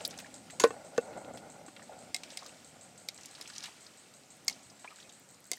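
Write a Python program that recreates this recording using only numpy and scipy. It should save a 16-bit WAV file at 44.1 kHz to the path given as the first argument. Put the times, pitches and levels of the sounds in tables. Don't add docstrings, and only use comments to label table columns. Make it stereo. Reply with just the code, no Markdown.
import sys
import numpy as np
from scipy import signal
from scipy.fft import rfft, irfft
from scipy.io import wavfile
from scipy.ndimage import uniform_filter1d

SR = 44100
rng = np.random.default_rng(int(sys.argv[2]) if len(sys.argv) > 2 else 0)


def level_to_linear(level):
    exponent = np.asarray(level, float) / 20
    return 10 ** exponent


def transcribe(u):
    v = np.clip(np.atleast_2d(u).T, -1, 1)
    q = np.round(v * 32767).astype(np.int16)
    wavfile.write(sys.argv[1], SR, q)


N = 246078


def evened(x):
    return x / np.sqrt(np.mean(x ** 2) + 1e-20)


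def peaked(x, db):
    return level_to_linear(db) * x / (abs(x).max() + 1e-20)


def read(points, hz):
    f, value = np.transpose(points)
    return np.interp(np.log(hz + 1), np.log(f + 1), value)


def curve(table, column):
    rows = np.array(table)
    return np.interp(np.arange(N) / SR, rows[:, 0], rows[:, column])


def add(mix, s, sound):
    part = mix[round(s * SR):][:len(sound)]
    part += sound[:len(part)]


def coloured(x, gain):
    return irfft(rfft(x) * gain(np.fft.rfftfreq(x.shape[-1], 1 / SR)), x.shape[-1])


def resonances(peaks):
    return lambda hz: sum(level_to_linear(db) / (1 + (2 * (hz - f) / w) ** 2) for f, w, db in peaks)


def blows(events, modes, spread_db, rough_db, crack_t60, shimmer_db, low_hz=250):
    # (frequency [Hz], density [dB per Hz])
    crack_spectrum = [(180, -31), (300, -8.5), (1530, -7.5), (2140, -4.5), (3030, -1.5), (4990, 0.5),
                      (6100, 2.5), (8090, -1.5), (16000, -15)]
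    out, t = np.zeros(N), np.arange(8192) / SR
    hz, db, t60 = np.transpose(modes)[:, :, None]
    for s, peak_db, ring, crack_db, dull_db in events:
        spot, phase = rng.standard_normal((2, len(modes), 1))
        wobble = evened(uniform_filter1d(rng.standard_normal((len(modes), len(t))), size=70, axis=1))
        level_db = db + spread_db * spot + rough_db * wobble - 60 * t / (ring * t60)
        rise = np.minimum(hz * t / 4, 1)
        body = (level_to_linear(level_db) * rise * np.sin(2 * np.pi * hz * t + 2 * phase)).sum(0)

        snaps = np.exp(-(t % .0019) / 0.00019 - t / .002)
        chatter = rng.standard_normal(len(t)) * (0.35 + 3.2 * snaps)

        def contact(f):
            tilted = level_to_linear(read(crack_spectrum, f) - dull_db * np.log2(f + 400))
            return tilted / (1 + (low_hz / (f + 1)) ** 4)

        hiss = coloured(chatter, contact)
        shimmer = level_to_linear(shimmer_db - 60 * t / 0.23 + 3.8 * wobble[0])
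        shimmer = shimmer * coloured(hiss, lambda f: 1 / (1 + (f / 7500) ** 3))
        crack = peaked(hiss * level_to_linear(-60 * t / (ring * crack_t60)) + shimmer, crack_db)
        onset = np.minimum(t / 0.00035, 1)
        add(out, s + 0.00037, peaked((peaked(body, 0) + crack) * onset, peak_db))
    return out


def tub_knocks():
    # (time [s], peak [dB], ring [factor on t60], crack [dB], dullness [dB per octave])
    knocks = [
        (.6373, -14, 1.01, -1, 1.6),
        (.9779, -23, .7, 1, 1.5),
        (.705, -33, .7, -4, 4.5),
        (1.681, -42, .5, -3, 5.5),
    ]
    # (frequency [Hz], level [dB], t60 [s])
    hard_modes = [(292, -11.5, 0.15), (740, 8, 0.018), (1060, -20.5, 0.21), (1135, 1, 0.043),
                  (1494, -7.5, 0.11), (1870, -20.5, 0.14), (2150, -16, 0.042), (2610, -17, 0.082),
                  (3410, -29, 0.035), (6850, -7, 0.019), (4150, -32, 0.052), (7900, -25.5, 0.058),
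                  (9200, -23, 0.052), (9850, -22.5, 0.063)]
    # (frequency [Hz], level [dB], t60 [s])
    soft_modes = [(248, -1, 0.088), (774, 7, 0.025), (1143, 1.5, 0.04), (1500, -1, 0.038),
                  (1800, -10.5, 0.054), (2115, -15, 0.061), (2656, -17, 0.12), (3260, -20, 0.052),
                  (4460, -17, 0.023), (6450, -9.5, 0.032), (7500, -16, 0.035)]
    tub = blows(knocks[:1], hard_modes, spread_db=0.0, rough_db=3.5, crack_t60=0.08, shimmer_db=-20)
    tub += blows(knocks[1:], soft_modes, spread_db=.7, rough_db=3.0, crack_t60=0.06, shimmer_db=-18)
    return coloured(tub + booms(), lambda f: 1 / (1 + (150 / (f + 1)) ** 4))


def booms():
    # (time [s], peak [dB], frequency [Hz], t60 [s], stilled after [s])
    swings = [(.6409, -8.5, 466, .04, .03), (.6495, -20, 464, .2, .016), (.9818, -17, 478, .13, .011),
              (.6415, -24, 590, .08, .025), (.6378, -19, 1040, .06, .03), (.979, -44, 1486, .12, .03),
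              (.672, -32, 470, .06, .02), (.707, -33, 460, .04, .02), (.999, -39, 500, .05, .012),
              (1.683, -44, 310, .06, .02)]
    out, t = np.zeros(N), np.arange(4096) / SR
    for s, peak_db, hz, t60, stilled in swings:
        hand = np.minimum(t / .0006, 1) / (1 + np.exp((t - stilled) / .002))
        add(out, s, peaked(-np.sin(2 * np.pi * hz * t) * level_to_linear(-60 * t / t60) * hand, peak_db))
    return out


def rim_glances():
    # (time [s], peak [dB], ring [factor on t60], crack [dB], dullness [dB per octave])
    glances = [
        (.5976, -19, .9, 4, .3),
        (.5997, -17, .9, 3, .5),
        (.613, -27, 1.2, 3, 3.5),
        (.618, -26, 1.01, 3, 2.5),
        (.629, -31, 1.01, -3, 1.5),
    ]
    # (frequency [Hz], level [dB], t60 [s])
    rim = [(1000, -4, 0.036), (1466, -16, 0.33), (1740, -9.5, .06), (2115, -1.5, 0.02), (2630, -9, 0.047),
           (3470, -12.5, 0.036), (4540, 1, 0.021), (5150, -21, .06), (5870, -11, .06), (6650, 5, 0.029),
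           (7330, -5, 0.06), (8100, -13, 0.044), (9840, -11, 0.032), (11720, -20, 0.054)]
    return blows(glances, rim, spread_db=1.0, rough_db=3.0, crack_t60=0.07, shimmer_db=-11)


def tong_clacks():
    # (time [s], peak [dB], ring [factor on t60], crack [dB], dullness [dB per octave])
    clacks = [(2.1442, -16.5, 0.98, 1.5, 1.5), (2.1628, -25.5, 0.63, -6, -1), (2.2342, -27.5, 1.1, 12, 6),
              (2.372, -26, 0.77, 7, 0), (3.086, -21, 0.86, 1, 0.5), (3.412, -31, 1.2, 12, 4),
              (4.4805, -12.5, 0.87, 7, -4), (4.4967, -26.5, 0.74, 12, 3), (5.515, -15.5, 0.65, 5, -4.5),
              (5.5325, -25.5, 0.95, 8, 2)]
    landings = [0, 0, 0, 0, 1, 1, 2, 2, 3, 3]
    # (frequency [Hz], level [dB], t60 [s])
    first = [(730, -12, 0.062), (2126, -3.5, 0.043), (2570, -13, 0.045), (3435, -11, 0.028),
             (3890, -3.5, 0.028), (4400, -6, .02), (4840, 5, 0.013), (5300, 0.5, 0.018),
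             (5900, -9.5, 0.034), (6940, -4, 0.02), (7700, -3, 0.023), (8100, -7, 0.02), (8570, -4, 0.036),
             (12050, -14, 0.014)]
    second = [(2160, -5, 0.03), (2412, -7, 0.028), (3350, -9.5, .02), (3790, -4.5, 0.035), (4400, 1, 0.02),
              (4730, -0.5, 0.023), (5090, -6, 0.034), (5550, 1, 0.021), (6230, -6, 0.027),
              (6780, -13, 0.04), (7330, -6, 0.022), (8260, -10, 0.03), (11400, -7, 0.012),
              (13100, -13, 0.013)]
    third = [(707, -11.5, 0.019), (1113, -29.5, 0.057), (2164, -8.5, 0.044), (2580, -30, 0.045),
             (4400, -5, 0.025), (4960, 0, 0.014), (5380, -5.5, 0.019), (5270, -18, 0.029), (6500, -8, 0.03),
             (6900, -14, 0.033), (7300, -24, 0.072), (8030, -11, 0.025), (8800, -16, 0.025),
             (9270, -25, 0.031)]
    fourth = [(409, -16, 0.056), (730, -15, 0.065), (1070, -24, 0.036), (2102, 0.5, 0.041),
              (2720, -33, 0.041), (3160, -22, 0.12), (3650, -10.5, 0.039), (4640, -1.5, 0.029),
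              (6000, -13, 0.051), (6500, 0.5, 0.018), (7770, 0.5, 0.022), (8100, -23, 0.025),
              (8800, -8, 0.021), (9070, -8.5, 0.028)]
    out = np.zeros(N)
    for clack, spot in zip(clacks, landings):
        wall = (first, second, third, fourth)[spot]
        out += blows([clack], wall, spread_db=.7, rough_db=2.6, crack_t60=0.028, shimmer_db=-9, low_hz=1550)
    return out


def ticks():
    # (time [s], peak [dB], centre [Hz])
    scuffs = [(.051, -34, 3800), (.11, -45, 2500), (.129, -46, 1800), (.188, -37, 2600), (.2, -41, 3800),
              (.26, -45, 1100), (.5, -39, 2000), (.61, -33, 300), (.6374, -20, 1400), (.963, -44, 2500),
              (.978, -32, 300), (1.1295, -44, 1800), (1.2453, -48, 900), (1.3726, -41, 3000),
              (1.682, -48, 890), (1.7642, -38.5, 1900), (1.794, -44, 1300), (1.93, -48, 2000),
              (3.186, -46, 1600), (3.4, -46, 580), (3.64, -33, 2600), (3.657, -35, 2500),
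              (4.8444, -37, 1040), (4.9048, -46, 1210), (5.517, -36.5, 520)]
    # (time [s], peak [dB], centre [Hz])
    dry_ticks = [(0.06, -50, 8850), (0.108, -36, 4860), (0.128, -50, 1800), (0.14, -42.5, 2600),
                 (.101, -49, 7500), (0.202, -38.5, 1840), (0.341, -45, 5900), (0.352, -44, 5500),
                 (.62, -49, 8100), (2.3028, -38.5, 4130), (2.3255, -51, 5240), (2.423, -42, 1000),
                 (2.4622, -37, 4900), (3.233, -40, 5430), (3.257, -38, 6150), (3.35, -40, 4200),
                 (3.499, -39, 4600), (3.534, -43, 4270), (3.552, -39, 4500), (3.604, -43, 4400),
                 (3.147, -50, 7500), (3.3808, -47, 1400), (3.419, -40, 4500), (3.478, -43, 6500),
                 (3.682, -44.5, 694), (4.511, -46, 730), (5.001, -43, 4130)]
    # (time [s], peak [dB], centre [Hz])
    taps = [(2.445, -43, 6300), (2.213, -60, 4800), (0.05, -21.5, 4400), (2.459, -47, 1270),
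            (0.245, -42.5, 1780), (.2594, -49, 2190), (1.821, -46, 1620), (1.895, -39.5, 670),
            (2.3902, -40, 4370), (3.16, -52, 2650), (3.245, -50, 2500), (2.332, -48, 2800),
            (2.312, -47, 5200), (3.1767, -41, 6600), (3.2096, -40, 6200), (3.456, -42, 2720),
            (3.501, -43.5, 1500), (3.563, -36, 5200), (3.582, -34, 5460), (3.6226, -44, 4800),
            (3.627, -34, 4960), (3.865, -42, 4620), (4.526, -40, 4930), (4.6985, -45.5, 5240),
            (5.026, -45, 3800), (5.093, -43.5, 6300), (5.094, -45, 3560)]
    # (time [s], peak [dB], centre [Hz])
    snaps = [(2.294, -50, 12000), (2.464, -46, 12000), (3.257, -46, 12500), (0.0769, -24.5, 11000),
             (.141, -50, 11000), (.19, -41, 10000), (4.369, -48, 10840), (4.447, -44, 11000),
             (5.197, -45, 11500), (5.404, -47, 10500), (5.468, -48, 10500), (5.568, -46, 11500),
             (.199, -44, 12500), (2.164, -38, 12500), (5.311, -50, 12000)]
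    # (time [s], peak [dB], centre [Hz])
    pricks = [(.0065, -36.5, 3000), (.6376, -17, 4000), (.9782, -28, 5000), (.3425, -40, 5000),
              (1.2465, -43, 3000), (2.462, -40, 5000), (3.082, -48, 4700), (0.051, -26.5, 7500),
              (0.0577, -31, 9000), (.0625, -34, 8000), (0.1774, -36, 6000), (0.1876, -32, 5000),
              (0.5015, -50, 3020), (.312, -56, 9000), (.457, -57, 9500), (1.246, -55, 1500),
              (3.4112, -36, 6860), (3.425, -39, 6500), (3.475, -37, 4950), (3.5014, -42.5, 3500),
              (3.5555, -44, 5000), (3.5612, -35, 4170), (3.5812, -27, 5570), (3.597, -51, 7950),
              (3.6055, -38, 4500), (3.6362, -35, 7000), (3.6383, -29.5, 5130), (3.641, -32, 3570),
              (3.6435, -35, 4000), (3.648, -37, 4000), (3.6567, -38, 4000), (3.6623, -50, 3000),
              (3.674, -45, 4000), (4.235, -47.5, 4000), (2.303, -50, 7700), (2.43, -44, 5000),
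              (2.493, -45, 3000), (.674, -40, 6500), (.266, -45, 4800), (4.5065, -37, 5000),
              (5.5215, -32, 4970), (5.442, -42, 7500), (3.257, -36, 6500), (3.177, -42, 4000),
              (2.455, -45, 5000), (.38, -47, 5000), (.1015, -44, 8000), (5.345, -46, 5800),
              (3.251, -45, 5500)]
    # (bandwidth [octaves], t60 [s])
    contacts = [
        (1, 0.065),
        (0.5, 0.046),
        (0.27, 0.039),
        (.42, 0.0048),
        (0.45, 0.013),
    ]
    out, t = np.zeros(N), np.arange(-64, 4032) / SR
    for events, (octaves, t60) in zip((scuffs, dry_ticks, taps, snaps, pricks), contacts):
        for s, peak_db, hz in events:
            fade = level_to_linear(-60 * t / t60) + 0.5 * np.exp(-t / 0.00068)
            burst = rng.standard_normal(len(t)) * fade * (t > 0)
            band = coloured(burst, lambda f: np.exp(-.5 * (np.log2((f + 1) / hz) / octaves) ** 2))
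            add(out, s + .0005 + t[0], peaked(band, peak_db))
    return out


def rubbing():
    # (time [s], level [dB])
    rub = [(0.0, -50), (0.37, -59), (1.18, -61), (1.62, -63), (2.22, -57.5), (2.33, -53), (2.84, -61),
           (3.12, -63), (3.26, -54), (3.4, -52.5), (3.64, -47.5), (3.73, -54), (4.32, -65), (4.58, -57),
           (4.68, -62.5), (4.99, -56.5), (5.13, -60.5), (5.58, -83)]
    # (frequency [Hz], density [dB per Hz])
    grit = [(290, -60), (500, -49.5), (750, 4.5), (974, -3), (2160, 2), (2390, 2.5), (5470, 3),
            (8450, -0.5), (14700, -18), (16000, -16)]
    grains, t = np.zeros(N), np.arange(600) / SR
    for hz in np.geomspace(900, 9000, 16):
        slips = level_to_linear(2.9 * np.minimum(rng.exponential(1, N), 4)) * (rng.random(N) < 160 / SR)
        cycles = rng.uniform(2, 7)
        squeak = np.sin(2 * np.pi * hz * t) * np.exp(-t * hz / cycles)
        grains += signal.oaconvolve(slips, squeak)[:N] * np.sqrt(hz / cycles)
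    pressure = evened(uniform_filter1d(rng.standard_normal(N), size=600))
    rough = .9 * evened(grains) + rng.standard_normal(N) * level_to_linear(2.2 * pressure)
    return level_to_linear(curve(rub, 1) - 4.5) * evened(coloured(rough, lambda f: level_to_linear(read(grit, f))))


def drips():
    # (time [s], peak [dB], bubble [Hz], rise [share], t60 [s])
    drops = [
        (4.85, -45, 990, 0.061, 0.057),
        (4.876, -38.5, 2250, 0.3, 0.042),
        (4.915, -48, 1230, 0.082, 0.027),
        (4.925, -48, 1164, 0.08, 0.028),
        (4.986, -48.5, 1520, 0.087, 0.024),
        (5.049, -54.5, 2470, 0.074, 0.066),
        (5.573, -48, 1850, 0.04, 0.015),
    ]
    out, t = np.zeros(N), np.arange(4096) / SR
    for s, peak_db, hz, rise, t60 in drops:
        turns = hz * (t + rise * t ** 2 / t60)
        envelope = level_to_linear(-60 * t / t60) * np.minimum(t / 0.00086, 1)
        add(out, s, peaked(np.sin(2 * np.pi * turns) * envelope, peak_db))
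    return out


def clearing(x):
    t = np.arange(6000) / SR
    sparse = rng.random((2, len(t))) < .05
    echoes = rng.choice([-1., 1.], (2, len(t))) * sparse * level_to_linear(-60 * t / 0.045) * (t > .0006)
    tail = coloured(echoes, lambda f: (f / 2000 + 0.048) ** 0.1)
    return signal.fftconvolve(x[None], tail / np.linalg.norm(tail[0]), axes=1)[:, :N]


def burner():
    # (time [s], level [dB])
    breeze_curve = [(0, -49), (.28, -57.5), (.5, -60), (.75, -53), (.98, -53.5), (1.12, -46.5),
                    (1.55, -52.5), (1.72, -59), (1.86, -57), (1.93, -51), (2.3, -63), (2.45, -56.5),
                    (2.62, -64.5), (2.83, -60), (3.1, -63), (3.96, -69.5), (4.45, -64), (5.58, -75.5)]
    # (frequency [Hz], width [Hz], level [dB])
    air_space = [(573, 190, 5), (770, 158, 3), (358, 690, -9), (2090, 200, -12)]
    # (frequency [Hz], width [Hz], level [dB])
    stand = [(1430, 140, -1.5), (1234, 1200, -18)]
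    flutter = evened(uniform_filter1d(rng.standard_normal(N), size=700))
    flame = rng.standard_normal((2, N))
    flame = (flame[0] + 0.29 * flame[:, ::-1]) * level_to_linear(3.06 * flutter)
    breeze = curve(breeze_curve, 1) + 58
    roar = level_to_linear(-59 + breeze) * evened(coloured(flame, resonances(air_space)))
    whistle = level_to_linear(-72.5 + 1.03 * breeze) * evened(coloured(flame, resonances(stand)))
    return roar + whistle


def cicada():
    # (frequency [Hz], width [Hz], level [dB])
    tymbal = [(8010, 430, 5.5), (8670, 350, 6.5), (6840, 590, 0), (4360, 550, -3.5)]
    # (frequency [Hz], width [Hz], level [dB])
    tick_body = [(7640, 1200, 6), (4500, 600, -1), (11200, 1800, -15.5)]
    clicks, buzz, sag, t = np.zeros(N), np.zeros(N), np.zeros(N), np.arange(7000) / SR
    swell = (1 - np.exp(-t / 0.00084)) * np.exp(-t / 0.06) * np.clip((t[-1] - t) / .03, 0, 1)
    for s, tick_db, buzz_db, delay in phrases():
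        tick = rng.standard_normal(200) * np.exp(-t[:200] / 0.0011)
        tick = 0.35 * tick + 2.4 * (t[:200] == 0)
        add(clicks, s + .0005, level_to_linear(tick_db) * tick)
        add(clicks, s + delay, level_to_linear(tick_db - 5.0) * tick)
        add(buzz, s, level_to_linear(buzz_db) * swell)
        add(sag, s, 550 * np.exp(-t / .028))
    turns = np.cumsum(350 * (1 + 0.71 * uniform_filter1d(rng.standard_normal(N), size=300))) / SR
    pulsed = rng.standard_normal((2, N)) * (0.27 + np.exp(-(turns % 1) / 0.15))
    wide = pulsed[0] + 0.14 * pulsed[1] * np.array([[1], [-1]])
    song = signal.hilbert(coloured(wide, resonances(tymbal)))
    song = evened((song * np.exp(-2j * np.pi * np.cumsum(sag) / SR)).real)
    ticking = level_to_linear(12) * coloured(clicks, resonances(tick_body))
    return (ticking + buzz * song) * level_to_linear(np.array([[-4.5], [2.5]]))


def phrases():
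    # (time [s], effort [dB])
    song = [(0.0112, -2.5), (0.506, -0.5), (0.8483, -4), (2.1524, -4.5), (2.811, -3), (3.3117, -4),
            (4.3042, -5.5), (4.9594, -5), (5.454, -5.5)]
    marked = [0, 3, 5, 13, 17, 20, 26, 30, 33]
    start, effort = (np.interp(np.arange(marked[-1] + 1), marked, c) for c in np.transpose(song))
    a, b, c = rng.standard_normal((len(start), 3)).T
    uneven_db = .8
    tick_db = -38 + 1.8 * effort + uneven_db * a
    buzz_db = -52 + effort + uneven_db * b
    return zip(start, tick_db, buzz_db, 0.022 * (1 + 0.21 * c))


def field(points, patchy_db, size):
    # (frequency [Hz], likeness [0-1])
    likeness = [(60, 0.28), (150, 0.66), (380, 0.51), (950, 0.073), (2380, 0.64), (5980, 0.98),
                (15000, 0.97)]
    frames, hz = 4 * N // size + 6, np.fft.rfftfreq(size, 1 / SR)
    a, b, c, d, patch = rng.standard_normal((frames, len(hz), 5)).T
    patch = evened(uniform_filter1d(uniform_filter1d(patch, size=10, axis=0), size=10, axis=1))
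    same, left = np.clip(read(likeness, hz), -1, 1)[:, None], a + 1j * b
    right = same * left + np.sqrt(1 - same ** 2) * (c + 1j * d)
    z = np.array([left, right]) * level_to_linear(read(points, hz)[:, None] + patchy_db * patch)
    return evened(signal.istft(z, nperseg=size, noverlap=3 * size // 4)[1][:, :N])


def wind():
    # (time [s], level [dB])
    gusts = [(0.0, -63.5), (0.59, -65), (0.7, -62.5), (0.93, -68), (1.15, -59), (1.46, -60.5),
             (1.69, -68.5), (2.1, -65.5), (2.42, -70), (2.75, -67.5), (3.22, -72.5), (3.65, -69),
             (4.01, -76), (4.49, -69.5), (4.68, -68), (4.86, -76), (5.05, -73), (5.58, -75)]
    # (frequency [Hz], density [dB per Hz])
    rumble = [(15, -64), (25, -23), (38, -19.5), (107, 2.5), (168, 4), (264, 5.5), (365, -5.5), (500, -35),
              (650, -25), (1100, -120)]
    return level_to_linear(6 + curve(gusts, 1)) * field(rumble, patchy_db=1.5, size=2048) * level_to_linear(np.array([[1.3], [-1.3]]))


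def air():
    # (frequency [Hz], density [dB per Hz])
    hiss = [(24, -42), (40, -14), (199, 0), (733, -1.5), (1120, -6), (1410, -4), (1630, -9), (2100, -6),
            (3380, -11.5), (6490, -10.5), (7600, -7), (8800, -10.5), (9500, -19), (14800, -23),
            (16000, -33.5)]
    # (frequency [Hz], spread [dB])
    mottle = [(300, 2.5), (1500, 2), (3000, 1.3), (5500, 1.5), (7000, 3.5), (9000, 2.5), (10000, .8)]
    patchy_db = read(mottle, np.fft.rfftfreq(1024, 1 / SR))[:, None]
    return level_to_linear(-60.5) * field(hiss, patchy_db=patchy_db, size=1024)


def scene():
    pot = tub_knocks() + rim_glances() + tong_clacks() + ticks() + rubbing() + drips()
    around = burner() + wind() + cicada() + air()
    return pot * level_to_linear(np.array([[.2], [-.2]])) + level_to_linear(-15.5) * clearing(pot) + around


def band_limit(x):
    return signal.sosfilt(signal.butter(12, 16670, fs=SR, output="sos"), x)


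def record(dry):
    heard = coloured(dry, lambda f: 1 / (1 + (55 / (f + 1)) ** 3) / (1 + (f / 16100) ** 90))
    return band_limit(heard)


dry = scene()
out = record(dry)
transcribe(out)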